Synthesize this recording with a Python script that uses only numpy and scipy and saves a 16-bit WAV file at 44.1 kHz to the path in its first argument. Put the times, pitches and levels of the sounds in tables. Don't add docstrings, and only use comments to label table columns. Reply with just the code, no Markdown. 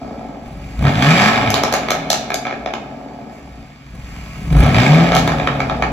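import sys
import numpy as np
from scipy import signal
from scipy.fft import rfft, irfft
from scipy.io import wavfile
from scipy.ndimage import uniform_filter1d

SR = 44100
rng = np.random.default_rng(int(sys.argv[2]) if len(sys.argv) > 2 else 0)


def to_wav(s):
    ch = np.atleast_2d(s).T
    pcm = np.round(np.clip(ch, -1, 1) * 32767)
    wavfile.write(sys.argv[1], SR, pcm.astype(np.int16))


N = 261072
TIME = np.arange(N) / SR
BINS = np.fft.rfftfreq(16384, 1 / SR)


def engine_note(turns, pull_db_per_octave=1.0, coast_db_per_octave=9, flutter_db=5):
    # idling, pulling, coasting level in dB.
    orders = [(-42, -27.5, -42), (-32, -12.5, -45), (-41, -19.5, -46), (-38, -22, -47.5), (-41, -21.5, -53),
              (-57, -21.5, -46), (-43.5, -23, -56), (-36, -25, -52)]
    # frequency in Hz, gain in dB.
    pipe_gain = [(25, -17), (44, -12), (56, 2.5), (68, -11), (81, -11.5), (97, -9), (111, -0.5), (122, -3),
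                 (142, -2), (160, 1), (183, -8), (210, -5.5), (250, -5.5), (330, -18), (700, -11)]
    # start and end in seconds, boost in dB.
    locks = [(1.418, 1.534, 9), (1.924, 2.07, 8.5), (4.52, 4.629, 6), (5.138, 5.353, 3.5)]
    idle, pull, coast = driving("bass")
    pull = pull * amp(pull_db_per_octave * octaves())
    coast = coast * amp(coast_db_per_octave * octaves())
    bank_hz, rough = bank_rate(), roughness()
    stumble = unit(uniform_filter1d(rng.standard_normal(N), size=600))
    turns = turns + .2 * rough ** 3 * stumble
    lock_db = sum(db * swell(start, end, rise_s=.088, fall_s=.028) for start, end, db in locks)
    note = np.zeros(N)
    for order, (idle_db, pull_db, coast_db) in enumerate(orders, 1):
        strength = idle * amp(idle_db) + pull * amp(pull_db) + coast * amp(coast_db)
        flutter = unit(uniform_filter1d(uniform_filter1d(rng.standard_normal(N), size=1200), size=1200))
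        gain_db = log_curve(pipe_gain, order * bank_hz) + flutter_db * rough ** 2 * flutter
        if order <= 3:
            gain_db += lock_db
        note += strength * amp(gain_db) * np.sqrt(2) * np.sin(2 * np.pi * order * turns)
    return note


def rumble(turns, boom_db=-1.0, drone_db=0.5, growl_db=-3):
    # frequency in Hz, width in Hz, relative level in dB.
    boom_modes = [(45.2, 11, -18), (58.94, 11, 9)]
    drone_modes = [(101.8, 13, -8), (141.2, 27, -0.5), (159, 16.4, 0.5)]
    growl_modes = [(209, 24.4, -5), (244.8, 38, 0.5), (283, 37.3, -1)]
    boom_law = (-47, -32, -34, -15, -41.5, 4.5)
    drone_law = (-43.5, -42.5, -20.5, -4.5, -41, 7.5)
    growl_law = (-45.5, -41, -19, 1, -33, 1.5)
    pulses = firings(turns, scatter=.83, jitter_s=.0016, weak_bank=.45)
    drive = unit(pulses) + puffs(pulses, decay_s=.0041, between=1.0)
    drive = signal.sosfilt(signal.butter(4, 38, "high", fs=SR, output="sos"), drive)
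    voices = ((boom_modes, loudness(boom_law, "bass") + boom_db),
              (drone_modes, loudness(drone_law, "bass") + drone_db),
              (growl_modes, loudness(growl_law, "mid") + growl_db))
    return sum(amp(db) * steady(colour(drive, resonances(modes, steepness=2.11)), size=2000)
               for modes, db in voices)


def bark(turns, pipe, bark_db=-2.5, calm_db=-44):
    # frequency in Hz, relative level in dB.
    bark_eq = [(150, -53.5), (300, 3.5), (450, 4.5), (850, -1), (1100, -10), (1600, -17.5), (3000, -27),
               (8000, -39)]
    bark_law = (-57.5, -46, -19, 5, -32, 3)
    level_db = loudness(bark_law, "mid")
    pulses = firings(turns, scatter=.7, jitter_s=.0003)
    drive = steady(unit(pulses) + 4 * roughness() ** 2 * puffs(pulses, decay_s=.006, between=.5))
    drive += amp(calm_db - level_db) * rng.standard_normal(N)
    hollow = colour(drive, pipe * amp(log_curve(bark_eq)))
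    return amp(level_db + bark_db) * steady(hollow, size=2400)


def rasp(turns, pipe, rasp_db=0.5, sizzle_db=-3, edge=0.48, rush=0.27):
    # frequency in Hz, relative level in dB.
    rasp_eq = [(400, -29.5), (900, 0.5), (1400, -3), (1900, 1), (2300, 3.5), (2800, 6), (3900, -1),
               (4600, -3), (7000, -17), (16000, -51)]
    sizzle_eq = [(2000, 4), (3500, -13), (4600, 12), (5200, 8.5), (6700, -1.5), (7400, 6.5), (8200, -17),
                 (13000, -15), (16000, -28)]
    rasp_law = (-51.5, -46.5, -21, 5, -50, 29)
    sizzle_law = (-56, -49, -30, 7, -56.5, 20)
    metal_db, jet_db = loudness(rasp_law, "treble"), loudness(sizzle_law, "treble")
    pulses = firings(turns, scatter=1.4, jitter_s=.0006)
    load = amp((metal_db - metal_db.max()) / 2)
    steep_pulses = edge * steady(pulses) + puffs(pulses, decay_s=.0028, between=.25)
    drive = load * steep_pulses + rush * rng.standard_normal(N)
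    jet = load * puffs(pulses, decay_s=.0032, between=.095) + rush * rng.standard_normal(N)
    metal = steady(colour(drive, pipe * amp(log_curve(rasp_eq))))
    sizzle = steady(colour(jet, amp(log_curve(sizzle_eq))))
    return amp(metal_db + rasp_db) * metal + amp(jet_db + sizzle_db) * sizzle


def afterfire(pipe, pop_db=15, crack_db=17, burn_s=.00081, shock_s=.0026, sputter_s=.05):
    # start
    # in seconds, pop level in dB, crack level in dB, sputter level in dB relative to the pop.
    pops_and_slaps = [(.184, -38, -76, -33), (.241, -36, -64, -25), (.849, -8, -46, -13),
                      (.868, -14.5, -49, -7), (1.024, -10, -27, -34), (1.501, -14, -14.5, -23),
                      (1.539, -5, -12.5, -8.5), (1.633, -5.5, -14, -18), (1.723, -8.5, -16.5, -6.5),
                      (1.736, -6, -13.5, -13), (1.883, -10, -31, -12.5), (1.903, -6.5, -13, -11),
                      (1.914, -6, -27, -13.5), (2.1, -7.5, -6.5, -13), (2.127, -8, -12, -29),
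                      (2.301, -10, -32, -33), (2.316, -13.5, -48, -13), (2.34, -10.5, -13.5, -24),
                      (2.45, -14, -43, -7.5), (2.466, -10.5, -44, -12), (2.507, -16, -55, -22),
                      (2.524, -15, -57, -25), (2.606, -37, -60, -25), (2.658, -9, -46, -15),
                      (2.735, -5.5, -36, -38), (2.752, -26, -60, -12), (4.549, -23, -63, -11),
                      (4.625, -15.5, -42, 3.5), (5.117, -3.5, -33, -6.5), (5.148, -13, -14.5, -5),
                      (5.163, -5.5, -17, -12), (5.274, -5, -23.5, -10), (5.396, -9, -63, -16),
                      (5.471, -3, -30.5, -29), (5.601, -6.5, -34.5, -19), (5.695, -8.5, -46, -13.5),
                      (5.821, -5.5, -33, -9.5)]
    # frequency in Hz, relative level in dB.
    pop_eq = [(60, -53), (200, 2.5), (400, 3), (800, 3.5), (1500, -2.5), (2400, 2), (4000, -5.5),
              (7000, -5.5), (8500, -63), (16000, -73)]
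    crack_eq = [(800, -90), (2500, 10), (3800, 8.5), (5500, 6.5), (7000, 7.5), (8200, -9), (10500, -7.5),
                (13000, 0), (16000, -28)]
    t = np.arange(3000) / SR
    age = t / burn_s
    pops, cracks = np.zeros((2, N))
    for start, pop_level, crack_level, sputter_db in pops_and_slaps:
        sputter = [(sputter_s * u, sputter_db) for u in rng.random(4)]
        for delay_s, db in [(.0011, .042)] + sputter:
            burst = rng.standard_normal(len(t)) * age ** 2 * np.exp(-age)
            burst /= np.linalg.norm(burst)
            burst[np.searchsorted(t, shock_s)] -= 1
            add(pops, start + delay_s, amp(pop_level + pop_db + db) * burst)
            add(cracks, start + delay_s, amp(crack_level + crack_db + 2 * db) * burst)
    return colour(pops, pipe * amp(log_curve(pop_eq))) + colour(cracks, amp(log_curve(crack_eq)))


def hiss(turns, hiss_db=10):
    # frequency in Hz, relative level in dB.
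    hiss_eq = [(410, -37), (700, -1), (898, -22), (1120, 3), (1210, -8.5), (1840, -4), (2190, -1),
               (2730, -0.5), (3840, -35), (4490, -10), (4990, -22), (7390, -10), (8760, -33.5),
               (12000, -19.5), (16000, -32)]
    hiss_law = (-66.5, -54.5, -44, 3.5, -72.5, 24)
    # start and end in seconds, level in dB.
    fizzes = [(0.434, 0.454, -57), (3.111, 3.14, -70), (3.29, 3.391, -61)]
    rush = puffs(firings(turns, scatter=.54, jitter_s=.00036), decay_s=.0043, between=6.9)
    fizz = sum(amp(db) * swell(start, end, rise_s=.034, fall_s=.025) for start, end, db in fizzes)
    envelope = amp(hiss_db) * np.hypot(amp(loudness(hiss_law, "treble")), fizz)
    return envelope * unit(colour(rush, amp(log_curve(hiss_eq))))


def tailpipe(ring_db=31, ring_width_hz=30):
    # frequency in Hz, width in Hz, level in dB.
    tip_modes = [(701, 137, -0.5), (1287, 99, -3), (1666, 195, -5), (2293, 180, -9), (3590, 440, -13.5)]
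    # frequency in Hz, relative level in dB.
    standing_waves = [(398.4, -42.5), (672.9, -46.5), (866.7, -37.5), (974.4, -58), (1152, -37.5),
                      (1303, -36.5), (1723, -36), (1820, -39), (1879, -54), (2148, -39), (2207, -42.5),
                      (2466, -41), (2977, -49), (3838, -63)]
    narrow_modes = [(hz, ring_width_hz, db + ring_db) for hz, db in standing_waves]
    return np.hypot(resonances(tip_modes, steepness=.9), resonances(narrow_modes, steepness=1.1))


def crank(wobble=.018):
    waver = unit(uniform_filter1d(rng.standard_normal(N), size=700))
    return np.cumsum(bank_rate() * (1 + wobble * roughness() * waver)) / SR


def firings(turns, scatter, jitter_s, weak_bank=0.53):
    at = np.flatnonzero(np.diff(np.floor(2 * turns)))
    rough = roughness()[at]
    size, late = rng.standard_normal((2000, 2))[:len(at)].T
    bank_gain = np.where(np.arange(len(at)) % 2, weak_bank, 1)
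    place = np.clip(at + (jitter_s * SR * rough * late).astype(int), 0, N - 1)
    pulses = np.zeros(N)
    pulses[place] = bank_gain * np.exp(scatter * rough * np.clip(size, -2, 2))
    return pulses


def puffs(pulses, decay_s, between):
    flare = signal.lfilter([1], [1, -np.exp(-1 / (decay_s * SR))], pulses)
    return unit((steady(flare) + between) * rng.standard_normal(N))


def bank_rate():
    # time in seconds, firing rate in Hz.
    revs = [(0, 33.95), (.4, 21.94), (.73, 21.77), (.84, 33.96), (.94, 50.42), (1.12, 82), (1.3, 110.8),
            (1.44, 112.8), (1.7, 94.19), (1.95, 81.8), (2.1, 76.94), (2.5, 60.87), (3.1, 39.88),
            (3.85, 22.87), (4.2, 20.5), (4.52, 20.6), (4.59, 27.66), (4.64, 33.41), (4.79, 57.24),
            (4.9, 73.76), (4.99, 82.65), (5.1, 86.24), (5.3, 78.87), (5.5, 71.2), (5.92, 55.9)]
    return uniform_filter1d(np.interp(TIME, *np.transpose(revs)), size=2000)


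def octaves(mid_revs_hz=60):
    return np.log2(bank_rate() / mid_revs_hz)


def driving(register):
    # start and end in seconds, then bass, mid and treble level in dB.
    idles = [(.38, .78, 0, 0.5, -2), (3.35, 3.62, -6, 0.5, -13.5), (3.8, 4.52, -0.5, -1.5, 0),
             (4.34, 4.54, 7, -8, -13)]
    blips = [(.755, .88, 2, -0.5, -1), (.93, 1.26, -0.5, -2.5, 1.5), (4.465, 4.66, 3.5, 0, -1.5),
             (4.66, 4.83, 1, -1, 1), (4.82, 5.02, 1, -1.5, -9.5)]
    coasts = [(-.3, .3, 5.5, 3, 20), (1.3, 1.5, 0, 3.5, -40), (1.3, 3.22, -5, -1, -0.5),
              (5.0, 6, 12.5, 6, 8)]
    # rise in seconds, fall in seconds.
    idle_shape = [(0.178, 0.065), (0.352, .08), (.42, .08)]
    blip_shape = [(.11, 0.086), (0.129, .09), (.13, .1)]
    coast_shape = [(0.12, 0.33), (0.05, 0.28), (0.05, 0.14)]
    band = ("bass", "mid", "treble").index(register)
    return [sum(amp(db[band]) * swell(start, end, *shape[band]) for start, end, *db in cues)
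            for cues, shape in ((idles, idle_shape), (blips, blip_shape), (coasts, coast_shape))]


def loudness(law, register):
    floor_db, idle_db, pull_db, pull_slope, coast_db, coast_slope = law
    revs = octaves()
    levels = (idle_db, pull_db + pull_slope * revs, coast_db + coast_slope * revs)
    power = sum((share * amp(db)) ** 2 for share, db in zip(driving(register), levels))
    return 10 * np.log10(amp(floor_db) ** 2 + power)


def roughness(coasting=.63, pull_smooths=.25, idle_smooths=.16):
    idle, pull, _ = np.minimum(driving("mid"), 1)
    fast = np.clip(octaves() + 1, 0, 1)
    return np.clip(coasting - pull_smooths * pull * fast - idle_smooths * idle, 0, 1)


def workshop(x, tail_db=-4, smear_s=0.0064, echo_top_hz=4000, shared_hz=900):
    # delay in seconds, level in dB.
    walls = [(0.015, -1), (0.028, -5.5), (.045, -6)]
    # frequency in Hz, seconds to fall by 60 dB, level in dB.
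    reverb = [(60, 0.32, -33), (201, 0.24, 5), (498.3, 0.9, -1.5), (1100, 1, -1), (2980, 0.67, 0.5),
              (6900, 0.37, 4), (15037, 0.23, 3)]
    t = np.arange(SR) / SR
    echoes = np.zeros((2, SR))
    for delay_s, db in walls:
        cluster = rng.standard_normal((2, SR)) * np.exp(-abs(t - delay_s) / smear_s)
        echoes += amp(db) * cluster / np.linalg.norm(cluster, axis=1, keepdims=True)
    tail = rng.standard_normal((2, SR)) * np.minimum(t / .0013, 1) / np.sqrt(SR / 25)
    reflections = signal.lfilter(*signal.butter(1, echo_top_hz, fs=SR), echoes) + amp(tail_db) * tail
    hz, age, (left, right) = signal.stft(reflections, SR, nperseg=256)
    alike = 1 / (1 + (hz[:, None] / shared_hz) ** 2)
    spectra = np.array([left, alike * left + np.sqrt(1 - alike ** 2) * right])
    bands, *columns = np.transpose(reverb)
    t60, band_db = (log_curve(np.transpose([bands, column]), hz)[:, None] for column in columns)
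    decay = amp(band_db) * np.exp(-np.log(1000) * age / t60)
    response = signal.istft(spectra * decay, SR, nperseg=256)[1]
    return signal.oaconvolve(x[None], response, axes=1)[:, :N]


def amp(db):
    return 10 ** (np.asarray(db) / 20)


def unit(x):
    return x / np.sqrt(np.mean(x ** 2) + 1e-20)


def steady(x, size=4000):
    power = uniform_filter1d(uniform_filter1d(x ** 2, size), size)
    return x / np.sqrt(abs(power) + 1e-14)


def swell(start, end, rise_s, fall_s):
    rise = np.clip((TIME - start) / rise_s, 0, 1)
    return np.sin(np.pi / 2 * rise) ** 2 * np.exp(-np.maximum(TIME - end, 0) / fall_s)


def log_curve(points, hz=BINS):
    point_hz, value = np.transpose(points)
    return np.interp(np.log(hz + 1), np.log(point_hz + 1), value)


def resonances(modes, steepness):
    return np.sqrt(sum(amp(db) ** 2 / (1 + (2 * (BINS - hz) / width) ** 2) ** steepness
                       for hz, width, db in modes))


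def colour(x, gain):
    log_gain = np.log(np.maximum(gain / gain.max(), 1e-5))
    mirrored = np.concatenate([log_gain, log_gain[-2:0:-1]])
    taps = np.fft.ifft(np.exp(np.conj(signal.hilbert(mirrored)))).real[:len(BINS)]
    return signal.oaconvolve(x, taps / np.linalg.norm(taps))[:N]


def add(mix, start_s, sound):
    part = mix[max(round(start_s * SR), 0):][:len(sound)]
    part += sound[:len(part)]


def scene(engine_send_db=-2, pop_send_db=-1):
    turns, pipe = crank(), tailpipe()
    engine = rumble(turns) + bark(turns, pipe) + rasp(turns, pipe) + hiss(turns)
    pops = afterfire(pipe)
    room_send = amp(engine_send_db) * engine + amp(pop_send_db) * pops
    return engine_note(turns) + engine + pops + workshop(room_send)


def record(dry, knee=0.3, shading=0.75, top_hz=16100):
    # frequency in Hz, left minus right in dB before shading scales it.
    balance = [(60, 0.5), (92, 2), (140, 0.5), (210, 4.5), (330, -1), (500, 0.5), (770, 1), (1170, -2.5),
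               (1790, -2), (2740, -4.5), (4190, -1.5), (6410, 2), (9810, 15.5), (15000, -2)]
    # frequency in Hz, left's lead in radians before it is faded out of the lows.
    phase = [(0, 28), (950, -2), (1290, 1.1), (1810, 2.0), (2240, -0.14), (3620, 7.5), (4130, 7),
             (5680, 11.5), (8870, 19), (11400, 20.5), (13400, 20), (14300, -4), (15200, 31), (16100, 40)]
    hz = np.fft.rfftfreq(2 * N, 1 / SR)
    lead = log_curve(phase, hz) * hz ** 4 / (hz ** 4 + 1000 ** 4)
    left_gain = amp(shading * log_curve(balance, hz) / 2) * np.exp(.5j * lead)
    stereo = irfft(rfft(dry, 2 * N) * np.array([left_gain, 1 / left_gain]))[:, :N]
    clean = np.clip(stereo, -knee, knee)
    saturated = clean + (1 - knee) * np.tanh((stereo - clean) / (1 - knee))
    lowpass = signal.firwin(401, top_hz, window=("kaiser", 9), fs=SR)
    return signal.oaconvolve(saturated, lowpass[None], "same")


dry = scene()
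out = record(dry)
to_wav(out)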